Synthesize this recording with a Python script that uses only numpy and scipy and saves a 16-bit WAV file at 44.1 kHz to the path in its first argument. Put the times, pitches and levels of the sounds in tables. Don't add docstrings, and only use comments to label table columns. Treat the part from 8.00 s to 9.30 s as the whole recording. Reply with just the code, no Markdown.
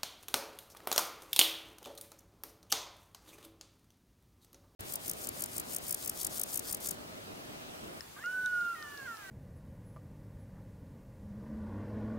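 import sys
import numpy as np
from scipy import signal
from scipy.io import wavfile
from scipy.ndimage import uniform_filter1d

SR = 44100
rng = np.random.default_rng(int(sys.argv[2]) if len(sys.argv) > 2 else 0)


def master_out(mix):
    frames = np.transpose(np.atleast_2d(mix))
    ceiling = np.clip(frames, -1, 1)
    pcm = np.round(ceiling * 32767).astype(np.int16)
    wavfile.write(sys.argv[1], SR, pcm)


def undo_db(level):
    steps = np.asarray(level, float) / 20
    return 10 ** steps


N = 57330


def evened(x):
    return x / np.sqrt(np.mean(x ** 2) + 1e-20)


def read(points, hz):
    f, value = np.transpose(points)
    return np.interp(np.log(hz + 1), np.log(f + 1), value)


def wander(smooth):
    once = uniform_filter1d(rng.standard_normal(N), int(smooth))
    return evened(uniform_filter1d(once, int(smooth)))


def night():
    # pitch_hz, level_db (per Hz)
    hush_colour = [(15, -44), (35, -27), (65, -2), (140, -5), (300, -5.5), (700, -9.5), (2500, -15),
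                   (15500, -20.5)]
    # pitch_hz, side_over_middle_db
    spread = [(30, -25), (70, -16), (140, -8.5), (300, -2.5), (700, 4), (1300, 1.5), (4000, 1),
              (15000, -.5)]
    # pitch_hz, left_minus_right_db
    side_lean = [(100, -0.5), (500, 0.5), (2000, -1), (5000, 1), (12000, 0.2)]
    level_db, patch_db = -51, 1.38
    swell_db_per_s, swell_top_hz = 1.5, 905

    frames, hz = N // 256 + 5, np.fft.rfftfreq(1024, 1 / SR)
    a, b, c, d, patches = rng.standard_normal((frames, 513, 5)).T
    patches = evened(uniform_filter1d(uniform_filter1d(patches, 10, 0), 10, 1))
    low_share = 1 / (1 + (hz / swell_top_hz) ** 2)
    swell_db = swell_db_per_s * np.outer(low_share, np.arange(frames) * 256 / SR)

    mid = a + 1j * b
    side = (c + 1j * d) * undo_db(read(spread, hz))[:, None]
    lean = undo_db(read(side_lean, hz) / 2)[:, None]
    spectrum = np.array([(mid + side) * lean, (mid - side) / lean])
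    spectrum *= undo_db(read(hush_colour, hz)[:, None] + patch_db * patches + swell_db)
    noise = signal.istft(spectrum, nperseg=1024, noverlap=768)[1][:, :N]
    return undo_db(level_db) * evened(noise)


def add(mix, s, sound, pan_db):
    at = round(s * SR)
    mix[:, at:at + len(sound)] += undo_db(np.array([[pan_db / 2], [-pan_db / 2]])) * sound


def ticks():
    # start_s, level_db, pan_db
    knocks = [
        (.0074, -35, 6.6),
        (0.4604, -34.5, 13),
    ]
    # pitch_hz, level_db, t60_s (time to fade by 60 dB)
    knock_modes = [
        [(1800, -3, 0.015), (5170, 5.5, 0.0089), (6750, -8, 0.0061), (10260, -9.5, 0.0093)],
        [(3790, -3.5, 0.015), (6180, 2, 0.0033), (8540, 0, 0.0034), (13800, -11, 0.0047), (1710, -11, 0.035)],
    ]
    # start_s, level_db, pitch_hz, pan_db
    grass_ticks = [
        (0.2596, -39, 5370, 13),
        (0.6107, -44.5, 4320, 14),
        (.826, -36, 4600, 12),
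        (0.9756, -38, 4640, 14),
        (1.17, -41, 4700, 11),
    ]
    rise_share, tick_cycles = 0.02, 2.63

    mix, t = np.zeros((2, N)), np.arange(1500) / SR
    for (s, db, pan_db), modes in zip(knocks, knock_modes):
        ring = np.zeros(len(t))
        for hz, mode_db, t60 in modes:
            swing = np.sin(2 * np.pi * hz * t)
            ring += undo_db(mode_db - 60 * t / t60) * (1 - np.exp(-t / (rise_share * t60))) * swing
        add(mix, s, undo_db(db) * ring, pan_db)
    for s, db, hz, pan_db in grass_ticks:
        u = t * hz / tick_cycles
        burst = np.exp(-8 * (u - 1) ** 2) * np.sin(2 * np.pi * hz * t)
        add(mix, s, undo_db(db) * burst, pan_db)
    return mix


def bush(x):
    level_db, t60_s, start_s = -14.5, 1.18, 0.013
    like = 0.66

    places = np.arange(0, SR, 20)
    taps = np.zeros((2, SR + 20))
    spots = places + rng.integers(0, 20, (2, len(places)))
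    np.put_along_axis(taps, spots, rng.choice([-1., 1.], (2, len(places))), 1)
    t = np.arange(SR + 20) / SR
    taps *= undo_db(-60 * t / t60_s) * np.clip(t / start_s - 1, 0, 1)
    taps[1] = like * taps[0] + np.sqrt(1 - like ** 2) * taps[1]
    taps /= np.linalg.norm(taps[0])
    return undo_db(level_db) * signal.fftconvolve(x[None], taps, axes=1)[:, :N]


def follow(rows):
    jitter, edge_s = .001, .003
    t = np.arange(N) / SR
    s, pitch, *levels = np.transpose(rows)
    gate = np.sqrt(2) * np.clip(np.minimum(t - s[0], s[-1] - t) / edge_s + .5, 0, 1)
    hz = np.interp(t, s, pitch) * (1 + jitter * wander(220))
    return hz, gate, [np.interp(t, s, db) for db in levels]


def onset(rows, partials):
    shimmer_db = 3
    hz, gate, (db,) = follow(rows)
    turns = np.cumsum(hz) / SR
    tone = np.zeros(N)
    for k, k_db in partials:
        unsteady = undo_db(k_db + shimmer_db * wander(78))
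        tone += unsteady * np.sin(2 * np.pi * (k * turns + rng.random()))
    return gate * undo_db(db) * tone


def whistle():
    # time_s, pitch_hz, level_db, overtone_db
    high = [(.2395, 1392, -38.5, -54.5), (.25, 1400, -39.5, -54), (.27, 1441, -34, -57.5),
            (.293, 1480, -37, -68), (.32, 1488, -41, -58), (.34, 1501, -37, -71.5),
            (.385, 1494, -33.5, -72), (.43, 1490, -36, -69), (.476, 1474, -31.5, -66),
            (0.509, 1465, -39.5, -65), (0.535, 1457, -31.5, -67), (0.579, 1431, -32.5, -64),
           (0.621, 1413, -33, -65), (.648, 1408, -35.5, -62.5), (.712, 1383, -35.5, -60),
           (0.737, 1362, -43.5, -62), (.748, 1355, -38, -67), (0.759, 1305, -50.5, -67)]
    hz, gate, (db, overtone_db) = follow(high)
    phase = 2 * np.pi * np.cumsum(hz) / SR
    return gate * (undo_db(db) * np.sin(phase) + undo_db(overtone_db) * np.sin(2 * phase))


def register(rows, lead, throat):
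    tilt_db, shimmer_db = -1.5, 1.2
    roll_db_per_khz = -68
    hz, gate, (db,) = follow(rows)
    out, turns = np.zeros(N), np.cumsum(hz) / SR
    for k in range(2, 9):
        colour_db = read(throat, k * hz) - read(throat, lead * hz)
        colour_db += tilt_db * (k - lead) + shimmer_db * wander(390)
        colour_db += roll_db_per_khz * np.maximum(k * hz - throat[-1][0], 0) / 1000
        out += undo_db(colour_db) * np.sin(2 * np.pi * (k * turns + rng.random()))
    return gate * undo_db(db) * out


def jackal():
    # time_s, pitch_hz, level_db
    whine = [(.162, 386, -59), (.172, 398, -54), (.185, 415, -56), (.195, 425, -66)]
    yelp = [(.183, 455, -60), (.19, 505, -53), (.2, 545, -51), (.215, 580, -53), (.23, 620, -52),
            (.242, 668, -57), (.256, 705, -60), (.268, 722, -67)]
    slide = [(.747, 691, -65), (.754, 654.6, -51.5), (.761, 625.4, -50.5), (.833, 605, -49.5),
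             (.853, 590.3, -49), (.973, 570, -52.5), (1.021, 537.7, -45.5), (1.043, 543, -51),
             (1.062, 524.5, -42)]
    voice_break = [(1.07, 505, -46), (1.077, 480, -41), (1.09, 470, -40), (1.115, 458, -42),
                   (1.13, 451, -48), (1.152, 441, -49), (1.165, 435, -58)]
    moan = [(1.172, 431.7, -60), (1.19, 423, -55.5), (1.225, 403.3, -53.5), (1.255, 391, -50.5),
            (1.275, 387, -54), (1.3, 378, -46.5)]
    # partial_number, level_db
    whine_partials = [(2, -20), (3, -2), (4, -2), (5, -16)]
    yelp_partials = [(2, -10), (3, -1), (4, -17)]
    # pitch_hz, level_db
    slide_throat = [(700, -28), (1250, -15), (1420, 6), (1800, -10.5), (2000, -8), (2350, -31.5),
                    (2850, -16.5), (3150, -25)]
    moan_throat = [(700, -19), (1150, -17.5), (1280, -1), (1550, 0.5), (1950, -6.5), (2100, -20),
                   (2500, -11), (2700, -20)]

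    rise = onset(whine, whine_partials) + onset(yelp, yelp_partials)
    fall = register([*slide, *voice_break], 3, slide_throat) + register(moan, 4, moan_throat)
    return rise + whistle() + fall


def scene():
    pan_db, right_delay_s = -3, .00003
    voice = jackal()
    late = np.interp(np.arange(N) - right_delay_s * SR, np.arange(N), voice)
    direct = np.array([voice * undo_db(pan_db / 2), late * undo_db(-pan_db / 2)])
    return direct + bush(voice) + night() + ticks()


def top_cut(x):
    return signal.sosfilt(signal.butter(12, 16920, fs=SR, output="sos"), x)


def record(dry):
    low_pass = signal.firwin(1023, 15790, window=("kaiser", 9), fs=SR)
    limited = signal.oaconvolve(dry, low_pass[None], "same")
    return top_cut(limited)


dry = scene()
out = record(dry)
master_out(out)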